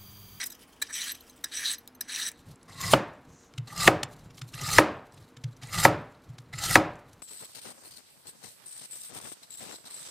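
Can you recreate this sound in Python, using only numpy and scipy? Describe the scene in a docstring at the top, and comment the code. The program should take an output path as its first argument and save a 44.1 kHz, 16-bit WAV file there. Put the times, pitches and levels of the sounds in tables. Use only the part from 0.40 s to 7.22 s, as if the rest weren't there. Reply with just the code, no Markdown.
"""A peeler hisses along the skin of a crisp root, bites, knocks and squeaks in its hinge; then a heavy knife
slices the root on a wooden board. Hiss and crunch are showers of random clicks (tearing fibres) that ring the
blade and the hollow root. Each slice ends in a hard knock: a falling ring, board tones and dying noise, so loud
that it overloads the recorder. Small touches, ticks and rubbing fill the gaps in a quiet, humming kitchen."""
import sys
import numpy as np
from scipy import signal
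from scipy.fft import rfft, irfft, next_fast_len
from scipy.io import wavfile

SR = 44100
rng = np.random.default_rng(int(sys.argv[2]) if len(sys.argv) > 2 else 0)


def attenuation_scalar(level_db):
    """Turn a level in dB into a linear amplitude multiplier (20 dB per decade)."""
    decades = np.asarray(level_db, float) / 20
    return 10 ** decades


def dump_mix(stems):
    """Bounce the given channels to the path in sys.argv[1] as a 16-bit WAV at rate SR."""
    frames = np.atleast_2d(stems).T  # one column per channel
    limited = np.clip(frames, -1, 1)  # hard clip at full scale
    pcm = np.round(limited * 32767).astype(np.int16)
    wavfile.write(sys.argv[1], SR, pcm)


N = 300762   # length in samples


def rms_one(x):
    """Scale a sound to an average strength (rms) of 1."""
    return x / np.sqrt(np.mean(x ** 2) + 1e-20)


def at_hz(points, hz):
    """Read a table between its points, on a log-frequency axis."""
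    return np.interp(np.log(hz), np.log(np.array(points)[:, 0]), np.array(points)[:, 1])


def filtered(x, kind, hz):
    """Second-order Butterworth filter."""
    return signal.sosfilt(signal.butter(2, hz, kind, fs=SR, output="sos"), x)


def strokes(s, db, fall_db_per_s, rise_db_per_s=4000):
    """Gain through the given points, with a straight rise in dB before and a fall after."""
    t = np.arange(N) / SR
    s = np.maximum.accumulate(s)
    before_s = np.maximum(s[0] - t, 0)
    after_s = np.maximum(t - s[-1], 0)
    return attenuation_scalar(np.interp(t, s, db) - rise_db_per_s * before_s - fall_db_per_s * after_s)


def swells(s, length_s, db):
    """Gain of smooth swells centred on the given times."""
    t = np.arange(0, N, 50) / SR   # every 50th sample is enough
    shape = np.cos(np.pi * np.clip((t - np.c_[s]) / np.c_[length_s], -.5, .5))
    return np.interp(np.arange(N) / SR, t, attenuation_scalar(db) @ shape)


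def shaped(x, spectrum):
    """Multiply the spectrum of a sound by a table of (f/Hz, level/dB)."""
    size = next_fast_len(len(x))
    hz = np.arange(size // 2 + 1) * SR / size + 1
    return irfft(rfft(x, size) * attenuation_scalar(at_hz(spectrum, hz)), size)[:N]


def coloured(x, spectrum):
    """Noise coloured by a spectrum; rms 1."""
    return rms_one(shaped(x, spectrum))


def resonate(x, peaks):
    """Ring resonances (f/Hz, width/Hz, level/dB) side by side, with alternating sign."""
    out = 0
    for k, (hz, width, db) in enumerate(peaks):
        r = np.exp(-np.pi * width / SR)
        a = [1, -2 * r * np.cos(2 * np.pi * hz / SR), r * r]
        ring = signal.lfilter([(1 - r * r) / 2, 0, (r * r - 1) / 2], a, x + 1e-18)
        out = out + (-1) ** k * attenuation_scalar(db) * ring
    return out


def flicker(rate, depth_db):
    """Randomly wandering gain: rate in Hz, rms depth in dB, worked out at every 16th sample."""
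    r = np.exp(-32 * np.pi * rate / SR)
    noise = rng.standard_normal(N // 16 + 2002)
    slow = signal.lfilter([1], [1, -2 * r, r * r], noise)[2000:]   # skip the filter's start
    return np.interp(np.arange(N) / 16, np.arange(len(slow)), attenuation_scalar(depth_db * rms_one(slow)))


def singing(x, peaks, rate, patchy_db):
    """Resonances that come and go one by one as the contact shifts; rms 1."""
    out = 0
    for k, peak in enumerate(peaks):
        out = out + (-1) ** k * resonate(x, [peak]) * flicker(rate, patchy_db)
    return rms_one(out)


def fibres(per_s, spread_db):
    """Cells and fibres tearing: random clicks of very uneven size."""
    sizes = attenuation_scalar(spread_db * np.minimum(rng.exponential(1, N), 5)) * rng.choice([-1, 1], N)
    return rms_one(sizes * (rng.random(N) < per_s / SR))


def wet(x, spectrum, patchy_db, count=18):
    """A moist, shifting contact: over an even rasp, narrow neighbouring bands swell and fade a little."""
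    centres = np.geomspace(1000, 15500, count)
    bands = singing(x, [(hz, .06 * hz, at_hz(spectrum, hz)) for hz in centres], 20, patchy_db)
    rasp = coloured(x[::-1], spectrum)   # reversed, so rasp and bands come from different fibres
    return rms_one(bands + rasp)


def burst(length_ms):
    """A contact: noise that swells for its length, then dies fast."""
    t = np.arange(SR // 10) / SR / (max(length_ms, .3) / 1000)   # in lengths
    return rng.standard_normal(len(t)) * np.minimum(t, 1) * np.exp(-3 * np.maximum(t - 1, 0))


def add(out, s, sound, peak_db):
    """Mix a sound in at a time, at a peak level."""
    i = round(s * SR)
    part = sound[:N - i]
    out[i:i + len(part)] += part * attenuation_scalar(peak_db) / np.max(np.abs(sound))


def brightening(x, gain, full_db, split_hz, lag_s, least):
    """The top of a rasp opens only as the movement gets going."""
    top = filtered(x, "high", split_hz)
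    low = filtered(x, "low", split_hz)
    r = np.exp(-1 / (lag_s * SR))
    lagging = signal.lfilter([1 - r], [1, -r], gain)
    openness = least + lagging / attenuation_scalar(full_db)
    return (low - top * openness) * gain   # minus, because the two filters are opposite in phase


# room tone spectrum: (f/Hz, level/dB per Hz, relative)
AIR = [(15, -49), (25, -3.5), (70, -1), (157, -3.5), (256, 3), (463, -6.5), (1160, -7.5), (4490, -24.5),
       (16000, -40)]
# far appliance: (f/Hz, width/Hz, rms level/dB)
HUM = [(254, 3.2, -68), (468, 2.1, -72)]


def air():
    """Steady coloured noise as room tone, with two wavering hums of very narrow noise."""
    out = attenuation_scalar(-59.5) * coloured(rng.standard_normal(N), AIR)
    for hz, width, db in HUM:
        out = out + attenuation_scalar(db) * rms_one(resonate(rng.standard_normal(N), [(hz, width, 0)]))
    return out


# time in which room sound falls by 60 dB, before each use takes its share: (f/Hz, t60/s)
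ROOM_T60 = [(80, .5), (210, .38), (1500, .42), (3000, .36), (6000, .22), (12000, .1)]


def dying_noise(t60_share, spectrum):
    """Half-octave bands of noise, each dying at its own pace; unit energy."""
    t = np.arange(SR // 2) / SR
    edges = 60 * 2 ** np.arange(0, 8.6, .5)
    out = 0
    for low, high in zip(edges, edges[1:]):
        hz = np.sqrt(low * high)
        band = filtered(rng.standard_normal(len(t)), "band", [low, high])
        t60 = t60_share * at_hz(ROOM_T60, hz)
        out = out + band * attenuation_scalar(at_hz(spectrum, hz) - 60 * t / t60)
    return out / np.linalg.norm(out)


def kitchen(x):
    """Reflections build up over the first 1.7 ms and die band by band."""
    build_up = np.clip(np.arange(SR // 2) / SR / 0.0017, 0, 1)
    echo = dying_noise(0.39, [(100, 3.0), (12000, -8.5)]) * build_up
    return signal.fftconvolve(x, echo)[:N]


# how much the treble differs between the two channels: (f/Hz, side over middle level/dB)
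SIDE_OVER_MIDDLE = [(2500, -54), (4400, -23), (8100, -15), (15000, -2.5)]


def channel_difference(x):
    """The treble differs unsteadily between the two channels; the rest is nearly the same in both."""
    scatter = rng.standard_normal(2000) * np.exp(-np.arange(2000) / 300)
    smeared = signal.fftconvolve(x, scatter / np.linalg.norm(scatter))
    restless = rms_one(np.log(flicker(60, 0.97)))   # wanders through both signs
    return restless * shaped(smeared, SIDE_OVER_MIDDLE)


# hands shifting root, knife and slices: (middle t/s, length/s, board rumble level/dB, rustle level/dB)
HANDS = [(1.994, 0.055, -59, -58), (2.098, 0.11, -49.5, -58.5), (2.9, 0.13, -54, -86),
         (3.747, 0.14, -56, -62.5), (3.847, 0.18, -51, -82), (3.972, 0.095, -49, -59),
         (4.1, 0.18, -70, -59.5), (4.8, 0.22, -55, -70), (5.9, 0.13, -51, -89), (6.734, 0.18, -58, -69.5)]
# a wet slice slides on the blade: (f/Hz, width/Hz, level/dB)
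SWISH = [(6330, 2000, 0)]


def hands():
    """Pressure shakes the board on its support; skin and root rub faintly on the blade."""
    board = [(35, 21, -14.0), (92.5, 20, -3.5), (130.0, 81.6, -5.0), (179.0, 39, -5.5)]
    rumble = rms_one(resonate(rng.standard_normal(N) * flicker(21, 3.6), board))
    rub = fibres(6000, 2.5) * flicker(45, 4.5)
    rustle = rms_one(coloured(rub, FLESH) + 0.6 * singing(rub, BLADE, 30, patchy_db=7))
    s, length_s, rumble_db, rustle_db = np.transpose(HANDS)
    fidget = attenuation_scalar(-73.5) * (np.arange(N) / SR > s[0])   # the wet root is never held quite still
    # the board rumbles under the knife
    press = attenuation_scalar(-4) * knife_force(follows=0.81, rise_db_per_s=221, fall_db_per_s=128.5)
    slide = rms_one(resonate(resonate(rng.standard_normal(N), SWISH), SWISH))
    slide = slide * swells([2.995], [0.26], [-62.5])
    shaking = rumble * (press + swells(s, length_s, rumble_db))
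    rubbing = rustle * (swells(s, length_s, rustle_db) + fidget)
    return shaking + rubbing + slide


# knife, fingers and slices touching root or board: (t/s, tick peak level/dB, length/ms, thump peak level/dB)
TOUCHES = [(3.1375, -41.5, 3.7, -52.5), (3.1798, -28, 6.7, -29), (3.632, -18, 4.5, -41),
           (3.904, -46.5, 8.5, -68), (3.979, -37.5, 6.8, -63), (4.0158, -28, 6, -36),
           (4.1388, -33, 8.7, -39.5), (4.773, -48, 9.9, -54), (4.968, -40.5, 7.5, -47),
           (5.0396, -32.5, 5.56, -28), (5.228, -33.5, 14.7, -38.5), (5.891, -52.5, 3.6, -39),
           (5.9838, -36.5, 6.3, -43.5), (6.136, -32, 4.3, -36)]


def touches():
    """A short bright tick coloured by root and blade, and a push on the lowest board modes."""
    out, t = np.zeros(N), np.arange(SR // 4) / SR
    thump = np.sin(2 * np.pi * 121 * t) - .45 * np.sin(2 * np.pi * 150 * t)   # two low modes beat
    thump *= attenuation_scalar(-60 * t / .17) * (1 - np.exp(-t / .004))
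    for s, db, length_ms, thump_db in TOUCHES:
        hit = burst(length_ms)
        wide = filtered(hit, "band", [1100, 6000])
        peaks = [(hz, width, p + rng.normal(0, 4)) for hz, width, p in ROOT + BLADE]
        tick = rms_one(wide) + 0.38 * rms_one(resonate(hit, peaks))
        add(out, s - length_ms / 2000, tick, db)   # t is the middle of the tick's swell
        add(out, s, thump, thump_db)
    return out


# wet slices and fingers unsticking, single fibres snapping under the edge:
# (t/s, level/dB, half a dB above the peak played)
TICKS = [(2.157, -48), (2.2293, -46), (3.377, -25), (3.4304, -20), (3.9444, -49), (4.2133, -27),
         (4.237, -29), (4.289, -26), (4.7217, -47.5), (4.825, -50), (5.1655, -48), (5.2709, -38),
         (6.1843, -32), (6.555, -47), (6.7308, -47)]


def ticks():
    """Brief bright clicks of ringing noise, each with its own colour."""
    out = np.zeros(N)
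    for s, db in TICKS:
        peaks = [(hz, 600, rng.normal(0, 5.5)) for hz in (4900, 6200, 7700, 10600)]
        add(out, s - .001, resonate(burst(2.8), peaks), db - 0.5)
    return out


# peeler strokes: (blade lands t/s, grips the skin t/s, full speed t/s, runs off the end t/s, level/dB)
PEELING = [(-0.25, -0.18, -0.1, 0.036, -33), (0.425, 0.518, 0.555, 0.716, -34),
           (1.045, 1.110, 1.2, 1.346, -34), (1.612, 1.673, 1.75, 1.892, -35)]


def peeling_speed():
    """Each stroke lands, rests, grips, runs at full speed, sags and drops off the end."""
    out = 0
    for land, grip, full, off, db in PEELING:
        steps = db + np.array([-17, -25, -7, 0, -3, -19.5])   # dB against the stroke's level
        times = [land, grip, grip + .013, full, off, off + .012]
        out = out + strokes(times, steps, fall_db_per_s=282)
    return out


def peeler_swing():
    """The peeler brushes back over the skin for a second, centred 0.51 s before each landing."""
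    middles = [row[0] - 0.51 for row in PEELING]
    return swells(middles, [1], np.full(len(PEELING), -65)) * flicker(22, 3.6)


# how much the root's air channels answer each stroke: (level/dB)
HOLLOW_DB = [3, -13, -14, -9.5]
# blade landing or knocking: (t/s, peak level/dB, length/ms, brightness level/dB, metal over thud level/dB)
BITES = [(0.039, -20.5, 3.5, -3, 9), (0.059, -30.5, 19, 11, 6), (0.101, -38, 9.6, -2, 4),
         (0.119, -35, 12, 0, 4), (0.4197, -14.5, 9.4, -8, -3.5), (0.496, -34, 27, -21, -10.5),
         (1.041, -16.5, 5.8, -7.5, 0), (1.057, -35, 3.7, -9, -10), (1.344, -31, 4.4, -10, 13),
         (1.4759, -30.5, 1.1, 0.5, 5), (1.6095, -21, 4.5, -15, 6.5), (1.916, -34, 3.4, 6, 0)]
# blade squeaking in its hinge: (t/s, peak level/dB)
HINGE = [(0.059, -28), (0.099, -34), (0.715, -26), (0.748, -35), (0.805, -37.5), (0.8936, -40),
         (1.328, -27), (1.38, -37), (1.547, -43.5), (1.607, -21.5), (1.881, -28)]
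# resonances of the held peeler blade: (f/Hz, width/Hz, level/dB)
PEELER = [(1700, 200, -1), (2390, 120, -9), (3950, 260, 2), (4910, 81, -10), (5820, 230, 0),
          (6560, 140, -7), (7960, 280, -1), (10300, 350, -10)]
# loose blade in its hinge: (f/Hz, width/Hz, level/dB before a random change)
SQUEAK = [(12850, 65, 2), (12500, 600, -8), (8600, 200, -8), (6250, 45, -2), (4050, 100, -3)]
# spectrum of tearing skin: (f/Hz, level/dB per Hz, relative)
SKIN = [(900, -87), (1660, -12), (3300, -1.5), (3960, -18), (5160, -4.5), (5820, -10), (10500, -10.5),
        (16000, -15)]


def peeler():
    """Skin tearing drives the thin blade; knocks and hinge squeaks ring it."""
    tear = fibres(7000, 3.0) * flicker(120, 1.6)
    skin = wet(np.roll(tear, SR), SKIN, 6)   # shifted a second, so other fibres sound here
    hiss = rms_one(singing(tear, PEELER, 14, patchy_db=4.5) + .5 * skin)
    hiss = filtered(hiss, "high", 1200)   # a thin blade sends out little bass
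    hollow_db = np.interp(np.arange(N) / SR, [row[0] for row in PEELING], HOLLOW_DB)
    hiss = hiss + attenuation_scalar(hollow_db) * rms_one(resonate(tear[::-1], [(1883, 270, 0)]))
    out = brightening(hiss, peeling_speed(), full_db=-32, split_hz=11000, lag_s=0.064, least=0.12)
    out += (skin + .3 * hiss) * peeler_swing()
    for s, db, length_ms, bright_db, metal_db in BITES:
        hit = burst(length_ms)
        # a free blade rings longer: narrower resonances; those below 3 kHz make the thud
        peaks = [(hz, .8 * width, p + rng.normal(0, 2) - metal_db * (hz < 3000)) for hz, width, p in PEELER]
        # the handle frame rings on, beating
        peaks += [(5010, 30, metal_db - 3), (5065, 30, metal_db - 6)]
        top = filtered(hit, "band", [6000, 15000])
        knock = rms_one(resonate(hit, peaks)) + attenuation_scalar(bright_db) * rms_one(top)
        add(out, s - length_ms / 2000, knock, db)   # t is the middle of the swell
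    for s, db in HINGE:
        peaks = [(hz, width, p + rng.normal(0, 2)) for hz, width, p in SQUEAK]
        add(out, s, resonate(burst(4.15), peaks), db)
    return out


# knife going through the root, up to its knock on the board:
# (edge set t/s, bites t/s, set level/dB, bite level/dB, last level/dB)
SLICING = [(2.282, 2.369, -55.5, -40, -32.5), (3.274, 3.346, -51.5, -32.5, -27.5),
           (4.132, 4.175, -50.5, -40.5, -28), (5.218, 5.291, -54, -35, -26), (6.13, 6.171, -50, -36, -28.5)]


def knife_force(follows=1, rise_db_per_s=4000, fall_db_per_s=699):
    """The edge creeps on the skin, bites, pushes harder down to the board and stops."""
    out = 0
    for (set_s, bite, set_db, bite_db, last_db), chop in zip(SLICING, CHOPS):
        # levels may be followed only in part
        steps = follows * (np.array([set_db, set_db, bite_db, last_db]) - last_db) + last_db
        out = out + strokes([set_s, bite, bite + 0.045, chop[0]], steps, fall_db_per_s, rise_db_per_s)
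    return out


# resonances of the knife blade: (f/Hz, width/Hz, level/dB)
BLADE = [(4010, 350, -4), (5120, 110, -3.5), (6090, 13, -3), (6850, 57, -5.5), (7370, 52, -3.5),
         (8530, 64, -3.5)]
# spectrum of crisp flesh: (f/Hz, level/dB per Hz, relative)
FLESH = [(1290, -36), (2200, -14), (3040, -8), (3900, -6), (8440, -8.5), (13700, -12), (16000, -27.5)]
# resonances of the hollow root: (f/Hz, width/Hz, level/dB)
ROOT = [(810, 170, -1), (2024, 140, 5), (2775, 190, -3.5)]
# an air channel sounds higher as the root gets shorter, slice by slice: (f/Hz)
CHANNEL_HZ = [1080, 1190, 1230, 1230, 1290]


def slicing():
    """Crisp flesh splits in clumps along the blade, tough fibres snap singly, and the hollow root sounds."""
    split = fibres(12000, 3.0) * flicker(120, 1.5)
    snaps = resonate(fibres(250, 5.0), [(4200, 2500, 0), (7500, 3000, -2)])
    flesh = wet(np.roll(split, SR), FLESH, 5.5)
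    blade = singing(split, BLADE, 14, patchy_db=4)
    crunch = rms_one(.85 * blade + flesh + .28 * rms_one(snaps))
    force = knife_force() * flicker(40, 2.0)   # the edge sticks and slips
    # the next slice's pitch takes over 0.3 s after each knock
    which = np.searchsorted([chop[0] + .3 for chop in CHOPS[:-1]], np.arange(N) / SR)
    channel = np.choose(which, [resonate(split, [(hz, 80, 9)]) for hz in CHANNEL_HZ])
    hollow = singing(split, ROOT, 34.0, patchy_db=4.5) + 3.8 * channel * flicker(30, 1.9)
    bright = brightening(crunch, force, full_db=-28, split_hz=12000, lag_s=0.06, least=0.13)
    return bright + 0.33 * hollow * force ** 0.88


# knife meeting the board: (t/s, gain/dB, edge starting f/Hz, edge level/dB, relative blade clack level/dB)
CHOPS = [(2.5353, 1, 673, -3.5, -6), (3.4770, 3, 2015, 1.5, -5.5), (4.3844, 5.5, 1854, 4.5, -19),
         (5.4520, 4, 1967, 1, -12), (6.356, 4, 1968, 3, -23.5)]
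# board modes that stand out: (f/Hz, level/dB before changes from blow to blow, t60/s)
BOARD = [(129.4, -14, 0.089), (311.4, -22, 0.27), (546.4, -24.5, 0.24), (592, -35.5, 0.54),
         (728, -32.5, 0.39), (791, -25.5, 0.097), (943, -27, 0.17), (1280, -25, 0.14)]
# many close board and table modes: (f/Hz, level/dB per Hz, relative)
THUD = [(60, -11.5), (120, -1), (320, 1), (800, 0), (2100, -10.5), (3300, -19.5), (6000, -22.5),
        (12000, -29)]


def chops():
    """The edge cracks on the wood with a falling ring; the board thuds and a few of its modes stand out."""
    out, t = np.zeros(N), np.arange(SR // 2) / SR
    for s, db, edge_hz, edge_db, clack_db in CHOPS:
        # the contact widens as the edge sinks in
        falling_hz = 650 + (edge_hz - 650) * np.exp(-(t / 0.0044) ** 2)
        # the edge ring loses 60 dB in 20 cycles of its starting pitch
        edge_gain = attenuation_scalar(edge_db - 60 * t * edge_hz / 20.0)
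        blow = edge_gain * -np.sin(2 * np.pi * np.cumsum(falling_hz) / SR)
        clack = resonate(rng.standard_normal(len(t)), [(2650, 130, 0.005), (3200, 250, 0.003)])
        blow += attenuation_scalar(clack_db + 12.5 - 60 * t / 0.017) * clack
        for hz, mode_db, t60 in BOARD:
            swell = 1 - np.exp(-t * hz / 1.9)   # low modes build up later
            beat_hz = rng.uniform(8, 24)   # close pairs beat
            swell *= 1 + 0.54 * np.cos(2 * np.pi * (beat_hz * t + rng.random()))
            # a dull blow wakes the higher modes less
            dull_db = 4.9 * np.log2(edge_hz / 2000) * (hz > edge_hz)
            gain = attenuation_scalar(mode_db + rng.normal(0, 1.1) + dull_db - 60 * t / t60)
            blow += gain * swell * np.sin(2 * np.pi * (hz * t + rng.random()))
        thud = dying_noise(0.097, THUD) + 0.43 * dying_noise(1.235, THUD)   # short and long part
        blow += attenuation_scalar(12.5) * thud * np.clip(t / 0.00085, 0, 1)
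        # last fibres snap
        add(out, s - .004, resonate(burst(2.4), [(1810, 2600, 1.0), (4500, 710, -1.5)]), db - 17)
        i = round(s * SR)
        out[i:i + len(t)] += attenuation_scalar(db) * blow[:N - i]
    return out


def scene():
    """Work close to the microphone, plus its reflections, the knocks, the hands and the room tone."""
    work = peeler() + slicing() + touches() + ticks()
    mid = work + attenuation_scalar(-17) * kitchen(work) + chops() + hands() + air()
    return mid + channel_difference(mid) * np.array([[1], [-1]])   # left and right


def roll_off(x):
    """The treble ends steeply here."""
    return signal.sosfilt(signal.butter(12, 16500, fs=SR, output="sos"), x)


def record(dry):
    """The knocks overload the recorder and flatten smoothly at 0.76; the highest treble is cut."""
    flat = dry / (1 + np.abs(dry / .76) ** 6) ** (1 / 6)
    treble_cut = signal.cheby2(16, 50, 16350, fs=SR, output="sos")   # order, dB down, Hz
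    mix = signal.sosfilt(treble_cut, flat)
    return roll_off(mix)


dry = scene()
out = record(dry)
dump_mix(out)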